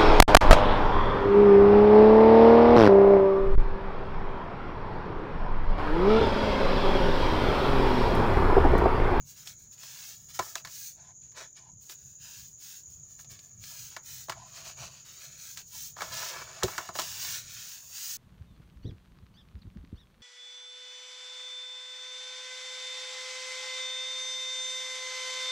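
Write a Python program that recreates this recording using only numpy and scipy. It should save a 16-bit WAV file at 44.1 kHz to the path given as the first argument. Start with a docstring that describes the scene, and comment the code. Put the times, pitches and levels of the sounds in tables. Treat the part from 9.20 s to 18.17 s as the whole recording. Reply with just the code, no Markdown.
"""Dry sand worked in a plastic tub

Two hands crush, sift and scoop dry sand outdoors, close to a mono microphone. Lumps crunch between
the fingers and fine sand trickles down, both as clouds of tiny impacts; digging and dropped clods
ring the tub. Insects shrill steadily nearby over a faint distant rumble."""
import sys
import numpy as np
from scipy import signal
from scipy.fft import rfft, irfft
from scipy.io import wavfile
from scipy.ndimage import uniform_filter1d

SR = 44100
rng = np.random.default_rng(int(sys.argv[2]) if len(sys.argv) > 2 else 0)


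def wav_record(signal):
    """Record a signal, one row per channel, as 16-bit PCM in the file named by sys.argv[1]."""
    frames = np.transpose(np.atleast_2d(signal))
    bounded = np.clip(frames, -1, 1)
    # unit amplitude maps onto the largest positive 16-bit level
    quanta = np.round(bounded * 32767).astype(np.int16)
    wavfile.write(sys.argv[1], SR, quanta)


N = 395577
T = np.arange(N) / SR
HAND_T = np.arange(0, N / SR, .001)  # 1 ms clock for the hand envelopes

# clods landing in the tub: (time [s], knock [dB], crack [dB], knock centre [Hz], crumble time [s])
CLOD_LANDINGS = [(1.191, -25.5, -35, 980, .0026), (1.194, -29.5, -35, 860, .004),
                 (1.355, -35, -33.5, 1360, 0.0013), (1.449, -41.5, -41.5, 1620, .005),
                 (1.473, -50, -46, 1340, .0035), (4.765, -38, -41.5, 1340, 0.0025),
                 (5.084, -39.5, -52, 760, 0.0039), (5.096, -31.5, -35, 1100, .0035),
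                 (5.121, -39, -45, 1240, 0.0039), (6.766, -43.5, -56, 1090, .0035),
                 (6.786, -41.5, -56, 1040, .0041), (6.807, -34, -42, 1370, .0057),
                 (6.819, -31, -36.5, 1030, 0.0089), (7.426, -29, -55, 1130, 0.008),
                 (7.433, -29, -25.5, 401, 0.0033), (7.438, -36.5, -46, 260, 0.0055),
                 (7.481, -35, -44, 1180, 0.0071), (7.58, -28, -35, 1210, 0.0027),
                 (7.599, -37.5, -58, 993, 0.0039), (7.689, -35, -47.5, 795, 0.0032),
                 (7.753, -36.5, -43.5, 880, 0.0077), (7.788, -29, -31.5, 955, 0.0069),
                 (7.795, -43, -31, 1020, 0.0026), (7.818, -50, -37, 1780, 0.0027)]
# modes of the sand-laden tub: (frequency [Hz], level [dB], t60 [s])
TUB_MODES = [(368, -8, 0.04), (535, -2.5, 0.023), (648, -1.5, 0.056), (708, -1.5, 0.037), (882, 2, 0.021),
             (1015, -1.5, 0.05), (1122, 2, 0.024), (1330, 1.5, 0.03), (1462, -3, 0.044), (1726, 6, 0.015),
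             (2290, -2.5, 0.044), (2700, -13, 0.015)]


def handling():
    """Envelopes of fine sand, grit, tub rattle and palm hollow; the hand movements add in power."""
    # the hands open and sand runs off; in all these cues each layer has its own dB reference:
    # (start [s], length [s], fine sand [dB], grit [dB], tub [dB], growth of the fine sand [dB])
    pours = [(0.081, 0.07, -58, -62, -73, -11), (0.4, 0.065, -66, -72, -80, -8),
             (0.597, 0.35, -56, -53, -68.5, 6), (0.94, 0.13, -68, -72, -80, 6),
             (1.217, 0.12, -52.5, -57, -59.5, -3), (1.494, 0.2, -51, -56, -78, 5.5),
             (3.014, 0.23, -58.5, -55.5, -82.5, 5), (3.24, 0.07, -63.5, -74, -78, 4),
             (3.414, 0.18, -55.5, -56.5, -74, -1.5), (3.69, 0.075, -66, -71, -89, -2),
             (3.897, 0.062, -66, -69, -79, -1), (4.425, 0.27, -55, -54.5, -77, 1),
             (4.86, 0.18, -53, -54.5, -67, 0), (6.182, 0.16, -55, -54.5, -72, 7),
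             (6.465, 0.075, -62, -79, -81, 0), (6.524, 0.16, -49.5, -54.5, -72, 5),
             (7.448, 0.25, -57, -52, -52, -13), (8.291, 0.29, -54.5, -50, -73.5, 4),
             (8.584, 0.19, -58.5, -64.5, -72.5, 2), (8.733, 0.24, -47.5, -48, -89, 8)]
    # fingers crush a handful: (start [s], length [s], grit [dB], fine sand [dB])
    squeezes = [(0.161, 0.085, -57.5, -59.5), (0.255, 0.073, -55, -57.5), (0.52, 0.028, -60.5, -60.5),
                (1.091, 0.028, -52.5, -57), (1.142, 0.031, -48, -50), (1.363, 0.027, -45.5, -53),
                (2.016, 0.08, -70.5, -88), (2.365, 0.025, -52, -81), (2.611, 0.093, -71.5, -64.5),
                (2.696, 0.035, -49.5, -51.5), (2.775, 0.18, -73, -71), (3.991, 0.03, -58.5, -57),
                (4.103, 0.03, -53, -57.5), (4.136, 0.031, -56.5, -67), (4.208, 0.082, -71.5, -71),
                (4.714, 0.035, -52.5, -64), (5.706, 0.12, -58, -73), (5.85, 0.17, -56.5, -64),
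                (6.006, 0.076, -53, -58.5), (6.082, 0.12, -59, -66), (6.369, 0.042, -48.5, -55)]
    # fingers rake the heap: (start [s], length [s], grit [dB], fine sand [dB], tub [dB])
    digs = [(2.167, 0.069, -47, -67, -47), (5.26, 0.091, -59.5, -70, -63.5),
            (5.346, 0.082, -48.5, -61.5, -54), (5.447, 0.066, -45.5, -59, -52), (5.58, 0.1, -48, -64, -53),
            (6.777, 0.16, -52, -59, -50), (6.923, 0.2, -41, -50, -44), (7.127, 0.12, -47.5, -58.5, -45.5),
            (7.25, 0.24, -53.5, -69, -50.5), (7.751, 0.3, -46, -49.5, -58),
            (8.005, 0.19, -41.5, -45.5, -55.5), (8.184, 0.14, -54, -64, -68)]
    # a cupped hand slides over the heap: (start [s], length [s], hollow [dB])
    slides = [(1.77, 0.15, -58), (2.392, 0.11, -61), (3.045, 0.063, -63), (4.497, 0.065, -66),
              (5.159, 0.11, -51.5), (6.538, 0.03, -55)]
    fine, grit, rattle, hollow = [], [], [], []
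    for start, length, fine_db, grit_db, tub_db, growth_db in pours:
        flow = stroke(start, length, attack_s=0.013, release_s=0.02)
        progress = np.clip((HAND_T - start) / length, 0, 1)
        fine.append(flow * undb(fine_db + growth_db * (progress - .5)))
        grit.append(flow * undb(grit_db))
        rattle.append(flow * undb(tub_db))
    for start, length, grit_db, fine_db in squeezes:
        grip = stroke(start, length, attack_s=0.0049, release_s=0.013)
        fine.append(grip * undb(fine_db))
        grit.append(grip * undb(grit_db))
        rattle.append(grip * undb(grit_db - 9.5))
    for start, length, grit_db, fine_db, tub_db in digs:
        push = stroke(start, length, attack_s=0.0087, release_s=0.017)
        fine.append(push * undb(fine_db))
        grit.append(push * undb(grit_db))
        rattle.append(push * undb(tub_db))
    for start, length, hollow_db in slides:
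        palm = stroke(start, length, attack_s=0.0062, release_s=0.012) * undb(hollow_db)
        hollow.append(palm)
        grit.append(palm * undb(-10))
    for start, knock_db, *_ in CLOD_LANDINGS:  # crumbs roll on over the tub after each landing
        roll = (HAND_T > start) * np.exp(-abs(HAND_T - start) / 0.043)
        rattle.append(roll * undb(knock_db - 19.5))
    return [np.interp(T, HAND_T, np.linalg.norm(layer, axis=0)) for layer in (fine, grit, rattle, hollow)]


def stroke(start, length, attack_s, release_s):
    """Envelope of one hand movement: it swells in, holds, then ebbs away."""
    age = HAND_T - start
    rise = (1 + np.tanh(age / attack_s / 2)) / 2
    fall = (1 - np.tanh((age - length) / release_s / 2)) / 2
    return rise * fall


def grains(per_s, spread_db, clumping_db):
    """Random tiny impacts, mostly small and a few large, that come in little avalanches."""
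    hits = rng.random(N) < per_s / SR
    sizes = undb(spread_db * np.minimum(rng.exponential(size=N), 5))
    impacts = hits * sizes * rng.standard_normal(N)
    return unit(impacts * undb(clumping_db * walk(90)))


def trickle(gain):
    """Fine sand rains onto the heap: so many grains that they merge into a hiss."""
    # hiss of fine sand, with the microphone's peaks near 6.4 and 15 kHz: (frequency [Hz], level [dB])
    sand_spectrum = [(1000, -46), (3000, -5), (5000, 4.5), (6400, 11.5), (8000, 2.5), (10000, -2.5),
                     (12500, -5), (14100, 1), (15100, 12), (16000, 7)]
    fall = grains(per_s=32000, spread_db=1.0, clumping_db=0.8)
    return unit(colour(fall, sand_spectrum)) * gain * undb(10.5)


def crunch(gain):
    """Coarse grit shears between the fingers in small slips, and single crumbs snap within it."""
    # bite of coarse grit: (frequency [Hz], level [dB])
    grit_spectrum = [(300, -38), (800, -14.5), (1200, -7.5), (1650, 1), (2000, -5), (2500, 1), (3500, 0.5),
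                     (5000, 3), (6400, 3.5), (8000, -7.5), (11000, -17.5), (16000, -26)]
    slips = grains(per_s=7000, spread_db=1.0, clumping_db=0.5)
    snaps = grains(per_s=100, spread_db=0.5, clumping_db=-0.5)
    return unit(colour(slips + undb(-12.5) * snaps, grit_spectrum)) * gain * undb(2.5)


def drag(tub_gain, hollow_gain):
    """Grit pushed along by the hands rattles the tub, or sounds the hollow under a sliding palm."""
    # cavity under a cupped hand: (frequency [Hz], level [dB], t60 [s])
    hollow_modes = [(660, -7.5, 0.03), (945, 2, 0.021), (1025, -3.5, 0.05), (1420, -11.5, 0.0099),
                    (1710, -10, 0.014), (2220, -13, 0.011)]
    rattle = grains(per_s=3000, spread_db=1.76, clumping_db=2.04)
    return unit(ring(rattle, TUB_MODES)) * tub_gain + unit(ring(rattle, hollow_modes)) * hollow_gain


def reflections(x, echo_db, longest_ms, drift, drift_per_s, count=5):
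    """Short echoes off hands, heap and tub walls drift as the hands move: a shifting hollow colour."""
    gain, out, index = undb(echo_db), x, np.arange(N)
    for lag_s in np.linspace(longest_ms / count, longest_ms, count) / 1000:
        lag = lag_s * SR * np.exp(drift * walk(drift_per_s))
        echo = np.interp(index - lag, index, x)
        out = out + gain * walk(drift_per_s) * echo
    return out / np.sqrt(1 + count * gain ** 2)


def clod(knock_db, crack_db, centre_hz, crumble_s):
    """A lump collapses in a few ms: it cracks, knocks the tub and leaves a spray of crumbs."""
    # crack of a breaking lump: (frequency [Hz], level [dB])
    crack_spectrum = [(300, -11.5), (1000, -16.5), (2000, -6), (4000, -1), (5500, -1), (7000, 0),
                      (8500, -12.5), (12500, -20), (15000, -10), (16000, -9)]
    # the tub's floor, moved by heavy blows: (frequency [Hz], level [dB], t60 [s])
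    floor_modes = [(55, -18, 0.099), (108, -6, 0.087), (189, -5.5, 0.07), (321, -6, 0.06), (369, -3, 0.07),
                   (472, 2.5, 0.02)]
    age = T[:SR // 4] / crumble_s
    collapse = np.exp(-age) + undb(-8) * np.exp(-age / 5.3)
    debris = unit(rng.standard_normal(len(age)) * collapse)
    push = unit(signal.unit_impulse(len(age))) + 1.01 * debris
    knock = tub(push, centre_hz) * undb(knock_db - 15.5)
    crack = unit(colour(debris, crack_spectrum)) * undb(crack_db - 13.5)
    # the lower the knock, the heavier the lump and the more it moves the floor
    thump_db = knock_db - 30.5 - 12.5 * np.log2(centre_hz / 1000)
    thump = unit(ring(push, floor_modes)) * undb(thump_db)
    return knock + crack + thump


def clods():
    """Every lump on its cue: those that land in the tub and those that snap in the hand."""
    # lumps snapping between the fingers: (time [s], crack [dB], knock [dB], knock centre [Hz])
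    snaps = [(0.273, -40.5, -57, 1760), (0.579, -58, -69, 1500), (0.633, -47.5, -53, 1300),
             (2.12, -64, -68, 1500), (2.696, -45, -54, 900), (3.992, -60, -57.5, 1380),
             (4.045, -55.5, -66, 600), (4.113, -64, -65, 330), (4.191, -50.5, -76, 1650),
             (4.438, -46.5, -73, 1660), (6.373, -41, -52.5, 1770)]
    snap_s = .0035
    snapping = [(time, knock_db, crack_db, hz, snap_s) for time, crack_db, knock_db, hz in snaps]
    out = np.zeros(N + SR)
    for time, knock_db, crack_db, centre_hz, crumble_s in CLOD_LANDINGS + snapping:
        sound = clod(knock_db, crack_db, centre_hz, crumble_s)
        start = int(time * SR)
        out[start:start + len(sound)] += sound
    return out[:N]


def tub(push, centre_hz):
    """The tub rings; the place of contact favours the modes near one pitch."""
    modes = [(hz, db - 8.4 * np.log2(hz / centre_hz) ** 2, t60) for hz, db, t60 in TUB_MODES]
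    return unit(ring(push, modes))


def scrapes():
    """Fingertips stick and slip in short runs on the bared plastic floor."""
    # fingertip scrapes: (middle [s], half length [s], level [dB], centre [Hz])
    runs = [(2.217, 0.029, -53, 694), (5.628, 0.024, -53.5, 640), (7.208, 0.025, -43, 1520),
            (7.538, 0.019, -40, 1550)]
    slips = grains(per_s=1900, spread_db=4.5, clumping_db=4.0)
    return sum(tub(slips, hz) * undb(db) * np.exp(-((T - middle) / half) ** 2)
               for middle, half, db, hz in runs)


def insects(throb_hz=13.1, level_db=-53):
    """A chorus of rasping clicks in a narrow shrill band, with a fast, slightly uneven throb."""
    # the shrill band: (frequency [Hz], level [dB])
    song_spectrum = [(4500, -50.5), (5700, -25.5), (6200, -10.5), (6550, -5), (6705, 2), (6830, -10),
                     (7000, 2), (7200, -14), (7500, -19.5), (8300, -60.5)]
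    clicks = grains(per_s=5000, spread_db=1.0, clumping_db=0.0)
    song = unit(colour(clicks, song_spectrum))
    cycles = np.cumsum(throb_hz * (1 + 0.062 * walk(2.92))) / SR
    throb_db = 2.1 * np.sin(2 * np.pi * cycles) + 1.1 * walk(4.94)
    return unit(song * undb(throb_db)) * undb(level_db)


def outdoors(flutter_db=3.5, air_db=-75):
    """A restless distant rumble under a faint, even hiss of open air."""
    # slow swell of the rumble: (time [s], level [dB])
    swell = [(0.0, -62.5), (1.4, -63.5), (1.8, -64), (3.0, -61.5), (3.7, -63.5), (4.4, -61), (5.4, -61.5),
             (6.2, -63), (6.9, -60), (8.2, -61.5), (8.5, -66), (8.97, -69.5)]
    # low weight of the rumble: (frequency [Hz], level [dB])
    rumble_spectrum = [(20, -16), (45, -4.5), (70, 0.5), (105, 4), (140, 4.5), (190, -5), (260, -18.5),
                       (400, -28.5), (1000, -44)]
    # open-air bed: (frequency [Hz], level [dB])
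    air_spectrum = [(100, 7.5), (400, 7.5), (800, -2), (2000, -24), (5000, -10.5), (9000, -28),
                    (16000, -24)]
    rumble_db = np.interp(T, *np.transpose(swell)) + flutter_db * walk(14)
    rumble = unit(colour(rng.standard_normal(N), rumble_spectrum)) * undb(rumble_db)
    air = unit(colour(rng.standard_normal(N), air_spectrum)) * undb(air_db)
    return rumble + air


def undb(db):
    """Decibels to gain."""
    return 10 ** (np.asarray(db) / 20)


def unit(x):
    """Scale to an rms of one."""
    return x / np.sqrt(np.mean(x ** 2))


def colour(x, spectrum):
    """Minimum-phase EQ through (frequency [Hz], level [dB]) points."""
    size = 4096
    hz, db = np.transpose(spectrum)
    grid_hz = np.maximum(np.arange(size // 2 + 1) * SR / size, 1)
    gain = undb(np.interp(np.log(grid_hz), np.log(hz), db))
    cepstrum = irfft(np.log(gain))
    cepstrum[1:size // 2] *= 2  # folding the cepstrum makes the filter causal
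    cepstrum[size // 2 + 1:] = 0
    response = irfft(np.exp(rfft(cepstrum)))
    return signal.fftconvolve(x, response)[:len(x)]


def ring(x, modes):
    """Drive damped modes (frequency [Hz], level [dB], t60 [s]); neighbours swing in opposite senses."""
    t = T[:SR // 4]
    response = sum((-1) ** k * undb(db - 60 * t / t60) * np.sin(2 * np.pi * hz * t)
                   for k, (hz, db, t60) in enumerate(modes))
    return signal.fftconvolve(x, response)[:len(x)]


def walk(per_s):
    """Smooth random wander with an rms of one."""
    hold = max(int(SR / per_s), 1)
    steps = np.repeat(rng.standard_normal(N // hold + 1), hold)
    return unit(uniform_filter1d(uniform_filter1d(steps, hold), hold)[:N])


def scene():
    """Sand, tub and outdoor bed reach one microphone."""
    fine, grit, rattle, hollow = handling()
    stir = undb(3 * walk(5))  # loose grains keep stirring faintly between the strokes
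    sand = (trickle(np.hypot(fine, stir * undb(-82.5)))
            + crunch(np.hypot(grit, stir * undb(-83)))
            + drag(np.hypot(rattle, stir * undb(-80.5)), hollow))
    sand = reflections(sand, echo_db=-13, longest_ms=2.6, drift=0.069, drift_per_s=6)
    mono = sand + scrapes() + clods() + insects() + outdoors()
    return np.array([mono, mono])


def record(dry):
    """A steep high cut at 15.75 kHz."""
    return signal.sosfilt(signal.ellip(10, .2, 70, 15750, fs=SR, output="sos"), dry)


dry = scene()
out = record(dry)
wav_record(out)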